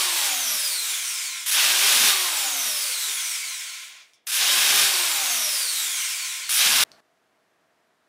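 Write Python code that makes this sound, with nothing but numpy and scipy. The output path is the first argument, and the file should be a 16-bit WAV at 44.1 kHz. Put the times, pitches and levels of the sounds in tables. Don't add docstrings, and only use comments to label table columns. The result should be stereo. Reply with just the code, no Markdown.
import sys
import numpy as np
from scipy import signal
from scipy.fft import rfft, irfft, next_fast_len
from scipy.io import wavfile
from scipy.ndimage import uniform_filter1d, map_coordinates

SR = 44100
rng = np.random.default_rng(int(sys.argv[2]) if len(sys.argv) > 2 else 0)


def unload_audio(sound):
    columns = np.transpose(np.atleast_2d(sound))
    steps = np.round(np.clip(columns, -1, 1) * 32767)
    wavfile.write(sys.argv[1], SR, steps.astype(np.int16))


def convert_level_to_amplitude(level_db):
    exponent = np.asarray(level_db, float) / 20
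    return 10 ** exponent


N = 356328

# pressed t/s, released t/s, top shaft speed f/Hz, drag/(1/s)
PULLS = [
    (-.7, -.091, 422, .605),
    (1.462, 2.055, 424, .586),
    (4.269, 4.825, 419, .58),
    (6.492, 7.1, 418, .58),
]
# driven level/dB, coasting level/dB, inrush spark level/dB, teeth stay pressed t/s
GRIP = [
    (2.5, 0, 0, .04),
    (0, -0.5, 2.5, .04),
    (-.5, 1, -3.5, .025),
    (1, 1, 4, .04),
]
# t/s, half length t/s, level/dB
SWITCH_BOUNCES = [
    (1.509, 0.0036, -7.5),
    (4.314, 0.003, -10),
    (6.504, 0.0024, -5.5),
]
# from t/s, to t/s, drum lift level/dB
HARD_STITCHING = [
    (1.96, 2.08, 14),
    (4.58, 4.85, 10),
    (6.66, 6.84, 10.5),
]
SPIN_UP_S, UNLOAD_S = .145, 0.046
DRY_FRICTION_HZ = 159
TURNS_PER_STITCH = 17

# shaft f/Hz, gear level/dB, then brush, growl and cloth level/dB re gear
DRIVEN_LEVELS = [(5.025, -33.5, 2, -21, -56), (120, -28, 1.5, -21, -53.5), (205, -25.5, 2, -21, -51),
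                 (268, -20, -5, -16.5, -43.5), (340, -21.5, -2.5, -14, -33), (420, -20.5, -0.5, -14, -33.5)]
# shaft f/Hz, gear level/dB, then brush, growl and cloth level/dB re gear
FREE_LEVELS = [(3, -87, -7, -5.5, -5), (12, -69, -3, -13, -25), (24, -49.5, -12.5, -14, -35),
               (42, -39.5, -5, -25.5, -50), (70, -37, 0, -20.5, -57), (115, -33, 1.5, -21.5, -54),
               (200, -32, 3.5, -18.5, -50), (290, -29, 1, -12.5, -42), (400, -25, -1, -12.5, -40)]

# f/Hz, width f/Hz, level/dB
CASE_MODES = [(764, 45, -12), (1073, 57, -5), (1400, 51, -12.5), (2554, 87, 1), (3270, 150, 12),
              (3695, 45, 21.5), (5730, 140, -11.5)]
# f/Hz, level/(dB per Hz)
GEARS_LOADED = [(530, -38), (900, -20), (1600, -3), (1880, -6.5), (2480, -1.5), (2700, -2), (3610, -1.5),
                (4180, -3.5), (5270, -4.5), (7000, -11), (9100, -28.5), (15400, -120)]
# f/Hz, level/(dB per Hz)
GEARS_FREE = [(530, -42), (900, -15), (1200, -6.5), (1530, -3), (1770, -5), (2350, 0.5), (2630, -1.5),
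              (3680, -1), (4720, -0.5), (7000, -12), (9100, -16), (15400, -120)]
# f/Hz, level/(dB per Hz)
GEARS_SLOW = [(530, -54), (900, -32), (1050, -4.5), (1200, -25), (1310, -5.5), (1770, -7), (2350, 1.5),
              (2630, -3.5), (3370, -1.5), (4760, -5.5), (7000, -7.5), (9100, -33), (15400, -120)]
# f/Hz, level/(dB per Hz)
CAVITY = [(950, -40), (1060, -13), (1170, -40), (1850, -40), (2050, -3), (2300, 0), (2480, -3), (2650, -40)]
# f/Hz, level/(dB per Hz)
NEEDLE_GUIDE = [(3640, -40), (3720, 0), (3800, -2), (3880, -40)]
# f/Hz, level/(dB per Hz)
BRUSH_FAST = [(3240, -39.5), (5500, 2), (6350, -1.5), (9830, 1), (12300, -3.5), (15100, -2), (16000, -31.5)]
# f/Hz, level/(dB per Hz)
BRUSH_SLOW = [(3240, -43.5), (5500, -1), (8410, 1.5), (10300, -3), (12200, -8), (15200, -9.5), (16000, -14)]
# f/Hz, level/(dB per Hz)
SPARKS = [(7000, -47.5), (8800, -2.5), (10000, 3), (12000, -2), (14000, -17.5)]
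# f/Hz, level/(dB per Hz)
GROWL_FAST = [(150, -51), (260, -17.5), (378, -10.5), (502, -7), (587, -3.5), (1060, 1.5), (1250, 0),
              (1620, -25), (2750, -120)]
# f/Hz, level/(dB per Hz)
GROWL_SLOW = [(150, -69.5), (260, -39.5), (415, -28), (489, -35), (631, -6.5), (848, -11), (1050, -4),
              (1250, -9.5), (1620, -36), (2750, -120)]
# f/Hz, level/(dB per Hz)
CLOTH_DRUM = [(15, -53.5), (25, -32), (92, -16), (134, -4), (208, -3.5), (242, -2.5), (285, -3),
              (340, -13.5), (440, -31.5), (750, -120)]

# multiple, level/dB at full speed
SHAFT_ORDERS = [(1, -33), (2, -43), (3, -41.5), (4, -52), (5, -46), (6, -51), (8, -47), (10, -49),
                (11, -45), (12, -43)]
# f/Hz, level/dB
SHAFT_RADIATION = [(120, -70), (180, -38), (220, -25), (265, -20), (370, -16), (430, -14), (540, -11),
                   (800, -6), (1100, 0)]
# shaft f/Hz, level/dB
HUM_BY_SPEED = [(60, -45), (120, -26), (150, -15), (200, -10), (400, 0)]
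# multiple, level/dB
BEARING_ORDERS = [(2.64, -38), (5.28, -46), (7.92, -43)]
# f/Hz, level/dB
BEARING_RADIATION = [(250, -40), (330, -24), (390, -11), (470, -16), (580, -8), (750, 0), (950, -9),
                     (1100, -8), (1400, -3), (3000, -5)]
# multiple, level/dB
COMMUTATOR_ORDERS = [(22, -41), (23, -38.5), (24, -34.5), (25, -43), (46, -43), (47, -41), (48, -37.5),
                     (49, -44), (71, -42), (72, -36.5), (96, -43)]
# f/Hz, level/dB
COMMUTATOR_RADIATION = [(1500, -24), (2500, -12), (3300, -5), (4000, 1), (4800, -2), (5750, 1), (7200, -2),
                        (8600, 0), (10500, 0), (13000, -7), (15000, -16)]
# shaft f/Hz, level/dB
WHINE_BY_SPEED = [(4, -50), (50, -14), (110, -5), (180, -2), (240, -1), (315, -3), (400, -10)]
TOP_HZ = 15850

# t/s, peak level/dB
KNOCKS = [(1.4641, -12), (1.5134, -9.5), (1.643, -0.5), (1.6944, -4), (1.848, -13.5), (1.8974, -6),
          (1.9504, -2.5), (2.063, -8), (4.2712, -21), (4.5095, -8.5), (4.6248, -6), (4.6924, -9),
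          (6.4932, -10.5), (6.506, -8.5)]
# t/s, peak level/dB, f/Hz, room level/dB, ring level/dB
HARD_CONTACTS = [
    (4.135, -33, 3480, 4, -15),
    (6.9174, -28.5, 4390, -4, -5),
]
# f/Hz, t60/s
WORKSHOP_T60 = [(200, 0.24), (2000, 0.66), (6000, 0.18), (14000, 0.12)]
# f/Hz, side level/dB re mid
TOOL_WIDTH = [(60, -15), (200, -22), (400, -19), (800, -15), (1500, -14), (2500, -10.5), (5000, -10),
              (9000, -10.5), (15000, -16)]
# f/Hz, level/(dB per Hz)
AIR_COLOUR = [(15, -80), (25, -34.5), (92, -15.5), (285, -9), (451, -7.5), (503, -9.5), (545, -12.5),
              (641, -2), (796, -10), (1790, -11), (2350, -16.5), (12500, -31.5), (16000, -41)]
# f/Hz, side level/dB re mid
AIR_WIDTH = [(60, -3.5), (110, -0.5), (200, 0.5), (380, 0.5), (700, 2), (1290, 1), (2380, 1.5), (4400, 0),
             (8120, 0), (15000, -2.5)]

SCENE_CHANGES_S, AIR_DROPS_S = 6.839, 7.005
FLICKER_DELAY_S, FLICKER_DB = .011, -38.5
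AIR_UNDER_GUN_DB, AIR_AFTER_GUN_DB, AIR_LAST_DB = -72.5, -58, -67.8


def gun():
    t = np.arange(N) / SR
    shaft_hz, drive = motor()
    turn = 2 * np.pi * np.cumsum(shaft_hz) / SR

    gear_db, brush_db, growl_db, cloth_db = levels(shaft_hz, drive)
    for start, end, lift_db in HARD_STITCHING:
        cloth_db = cloth_db + lift_db * np.clip(np.minimum(t - start, end - t) / .03 + 1, 0, 1)
    pull = np.searchsorted([row[0] for row in PULLS], t, side="right") - 1
    driven_db, free_db, spark_db, _ = np.transpose(GRIP)[:, pull]
    grip_db = drive * driven_db + (1 - drive) * free_db
    gear_db = gear_db + grip_db
    for s, half_s, db in SWITCH_BOUNCES:
        gear_db = gear_db + db * np.clip(2 - 2 * abs(t - s) / half_s, 0, 1)

    load = np.clip(uniform_filter1d(drive, size=500), 0, 1)
    slow = np.clip((230 - shaft_hz) / 150, 0, 1) * (1 - load)
    fast = 1 - slow
    free = abs(1 - load - slow)
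    inrush = sum((t > on) * convert_level_to_amplitude(-60 * abs(t - on) / 1.1) for on, *_ in PULLS)
    bent = 1 + 0.049 * np.cos(turn + .6 * wobble(30))
    stitch = 1 + load * 0.058 * np.cos(turn / TURNS_PER_STITCH)

    gears = np.sqrt(load) * rattle(GEARS_LOADED, bent * stitch, grit_db=0, lift_db=3)
    gears += np.sqrt(free) * rattle(GEARS_FREE, bent, grit_db=0, lift_db=7.5)
    gears += np.sqrt(slow) * rattle(GEARS_SLOW, bent * convert_level_to_amplitude(1.2 * wobble(35)), grit_db=-0.5, lift_db=1)
    gears += convert_level_to_amplitude(-11) * slow * convert_level_to_amplitude(3 * wobble(30)) * rattle(CAVITY, bent, grit_db=1, lift_db=-20)
    gears += convert_level_to_amplitude(-15) * fast * rattle(NEEDLE_GUIDE, bent, grit_db=1, lift_db=-20)

    brush = np.sqrt(fast) * rattle(BRUSH_FAST, bent * stitch, grit_db=1, lift_db=-16)
    brush += np.sqrt(slow) * rattle(BRUSH_SLOW, bent, grit_db=-0.5, lift_db=-20.5)
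    brush += convert_level_to_amplitude(-4 + spark_db) * inrush * rattle(SPARKS, 1, grit_db=4, lift_db=-20)

    growl = np.sqrt(fast) * rattle(GROWL_FAST, bent, grit_db=1.5, lift_db=-1.5)
    growl += np.sqrt(slow) * rattle(GROWL_SLOW, bent, grit_db=-0.5, lift_db=-8.5)

    drumming = convert_level_to_amplitude(3.1 * np.cos(turn / TURNS_PER_STITCH) + 2.5 * wobble(20))
    cloth = rattle(CLOTH_DRUM, drumming, grit_db=3, lift_db=-18.5)
    cloth *= convert_level_to_amplitude(cloth_db - 11 * (1.5 - load))
    cloth *= convert_level_to_amplitude(along([(200, -22), (330, 0)], shaft_hz))

    hum = tones(SHAFT_ORDERS, SHAFT_RADIATION, HUM_BY_SPEED, shaft_hz, smear=.05)
    hum *= convert_level_to_amplitude(-14 * inrush - 2 * load)
    bearing = convert_level_to_amplitude(-14 * load) * tones(BEARING_ORDERS, BEARING_RADIATION, HUM_BY_SPEED, shaft_hz, smear=.06)
    whine = tones(COMMUTATOR_ORDERS, COMMUTATOR_RADIATION, WHINE_BY_SPEED, shaft_hz, smear=.036)
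    whine *= convert_level_to_amplitude(grip_db - 3 * load)

    noise = gears + convert_level_to_amplitude(brush_db) * brush + convert_level_to_amplitude(growl_db - 2) * growl + cloth
    return convert_level_to_amplitude(gear_db + 0.54 * wobble(12)) * noise + hum + bearing + whine


def motor():
    t = np.arange(N) / SR
    shaft_hz, drive, start_hz = np.zeros(N), np.zeros(N), 0
    next_pulls = [row[0] for row in PULLS[1:]] + [np.inf]
    for (on, off, top_hz, drag), (*_, held_s), then in zip(PULLS, GRIP, next_pulls):

        def speed(s):
            run_up = np.exp(-(np.minimum(s, off) - on) / SPIN_UP_S)
            reached_hz = top_hz - (top_hz - start_hz) * run_up
            braking = np.exp(-drag * np.maximum(s - off, 0))
            return np.maximum((reached_hz + DRY_FRICTION_HZ) * braking - DRY_FRICTION_HZ, 0)

        now = (t >= on) & (t < then)
        shaft_hz[now] = speed(t[now])
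        drive[now] = np.exp(-np.maximum(t[now] - off - held_s, 0) / UNLOAD_S)
        start_hz = speed(then)
    return shaft_hz, drive


def levels(shaft_hz, drive):
    def law(rows):
        speed, *columns = np.transpose(rows)
        return np.array([np.interp(shaft_hz, speed, column) for column in columns])

    return drive * law(DRIVEN_LEVELS) + (1 - drive) * law(FREE_LEVELS)


def rattle(spectrum, beat, grit_db, lift_db):
    shaken = rng.standard_normal(N) * convert_level_to_amplitude(grit_db * wobble(900)) * beat
    return unit(filtered(shaken, lambda hz: convert_level_to_amplitude(along(spectrum, hz)) * case(hz, lift_db)))


def case(hz, lift_db):
    top = max(db for _, _, db in CASE_MODES)
    power = 1
    for centre, width, db in CASE_MODES:
        mode = convert_level_to_amplitude(2 * (lift_db + 0.52 * (db - top)))
        power = power + mode / (1 + (2 * (hz - centre) / width) ** 2)
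    return np.sqrt(power)


def tones(orders, radiate, speed_law, shaft_hz, smear):
    turn = 2 * np.pi * np.cumsum(shaft_hz) / SR
    total = np.zeros(N)
    for k, db in orders:
        level = convert_level_to_amplitude(db + along(radiate, k * shaft_hz) + 3 * wobble(40))
        sine = np.sin(k * (turn + smear * wobble(150)))
        total += level * sine * (k * shaft_hz < TOP_HZ)
    return np.sqrt(2) * convert_level_to_amplitude(along(speed_law, shaft_hz)) * total


def clacks():
    x, t = np.zeros(N + SR), np.arange(600) / SR
    for s, db in KNOCKS:
        x[round(s * SR):][:len(t)] += convert_level_to_amplitude(db - 3.5 - 60 * t / .008) * rng.standard_normal(len(t))
    return filtered(x[:N], lambda hz: hz ** 4 / (hz ** 4 + 1300 ** 4) / (1 + (hz / 7000) ** 2))


def ticks():
    mid, side, t = np.zeros(N + SR), np.zeros(N + SR), np.arange(900) / SR
    band = signal.butter(2, [2800 / SR * 2, 8500 / SR * 2], "band")
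    for s, db, hz, room_db, ring_db in HARD_CONTACTS:
        ring = convert_level_to_amplitude(db + ring_db - 60 * t / 0.0047) * np.sin(2 * np.pi * hz * t)
        crack = signal.lfilter(*band, rng.standard_normal(len(t)))
        hit = ring + convert_level_to_amplitude(db - 2 - 60 * t / 0.0031) * crack
        wet = convert_level_to_amplitude(room_db) * signal.fftconvolve(hit, tail())
        start = round(s * SR)
        mid[start:][:len(hit)] += hit
        mid[start:][:len(wet)] += wet
        side[start:][:len(wet)] += convert_level_to_amplitude(room_db - 6.5) * signal.fftconvolve(hit, tail())
    return stereo(mid[:N], side[:N])


def tail():
    hz, t, z = signal.stft(rng.standard_normal(SR // 2), SR, nperseg=256)
    t60 = along(WORKSHOP_T60, hz)[:, None]
    answer = signal.istft(z * convert_level_to_amplitude(-60 * t / t60) / np.sqrt(t60), SR, nperseg=256)[1]
    return np.pad(answer, (130, 0)) / np.linalg.norm(answer)


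def treble_dropouts(x, from_hz, share):
    hz, _, z = signal.stft(x, SR, nperseg=1024)
    field = rng.standard_normal(z.shape[1:])
    field = uniform_filter1d(field, size=4, axis=0)
    field = unit(uniform_filter1d(field, size=5, axis=1))
    reach = share * np.clip((hz[:, None] - from_hz) / 2500, 0, 1) ** .5
    loss_db = -30 * np.clip(6 * (field - 3 + reach), 0, 1)
    return signal.istft(z * convert_level_to_amplitude(loss_db), SR, nperseg=1024)[1][:, :N]


def air():
    t = np.arange(N) / SR
    steps = [AIR_UNDER_GUN_DB, AIR_AFTER_GUN_DB]
    air_db = np.select([t < SCENE_CHANGES_S, t < AIR_DROPS_S], steps, AIR_LAST_DB)
    level = convert_level_to_amplitude(air_db + 0.8 * wobble(2.9))
    mid, side = filtered(rng.standard_normal((2, N)), lambda hz: convert_level_to_amplitude(along(AIR_COLOUR, hz)))
    side = filtered(side, lambda hz: convert_level_to_amplitude(along(AIR_WIDTH, hz)))
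    return level * stereo(mid, side) / np.std(mid)


def unit(x):
    return x / np.sqrt(np.mean(x ** 2) + 1e-20)


def along(points, hz):
    f, v = np.transpose(points)
    return np.interp(np.log(hz + 1), np.log(f + 1), v)


def wobble(rate):
    return map_coordinates(rng.standard_normal(int(N * rate / SR) + 4), [np.arange(N) * rate / SR])


def filtered(x, gain):
    m = next_fast_len(N + SR // 2)
    return irfft(rfft(x, m) * gain(np.fft.rfftfreq(m, 1 / SR)), m)[..., :N]


def stereo(mid, side):
    return np.array([mid + side, mid - side]) * convert_level_to_amplitude([[-.2], [.2]])


def scene():
    t = np.arange(N) / SR
    tool = gun() + clacks()
    mid = convert_level_to_amplitude(-0.22) * (tool + convert_level_to_amplitude(-8) * signal.fftconvolve(tool, tail())[:N])
    side = filtered(signal.fftconvolve(tool, tail())[:N], lambda hz: convert_level_to_amplitude(along(TOOL_WIDTH, hz)))
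    workshop = treble_dropouts(stereo(mid, side), from_hz=9500, share=2.2)
    heard = np.clip((SCENE_CHANGES_S - t) / .002, 0, 1) + convert_level_to_amplitude(-72)
    heard += convert_level_to_amplitude(FLICKER_DB) * np.exp(-((t - SCENE_CHANGES_S - FLICKER_DELAY_S) / 0.0007) ** 2)
    return heard * workshop + ticks() * (t < AIR_DROPS_S) + air()


def top_cut(x):
    return signal.sosfilt(signal.butter(12, 16750, fs=SR, output="sos"), x)


def record(dry):
    def response(hz):
        top = np.clip((TOP_HZ + 100 - hz) / 200, 0, 1) ** 2 + convert_level_to_amplitude(-45.5)
        return top * hz ** 2 / (hz ** 2 + 45 ** 2)

    return top_cut(filtered(dry, response))


dry = scene()
out = record(dry)
unload_audio(out)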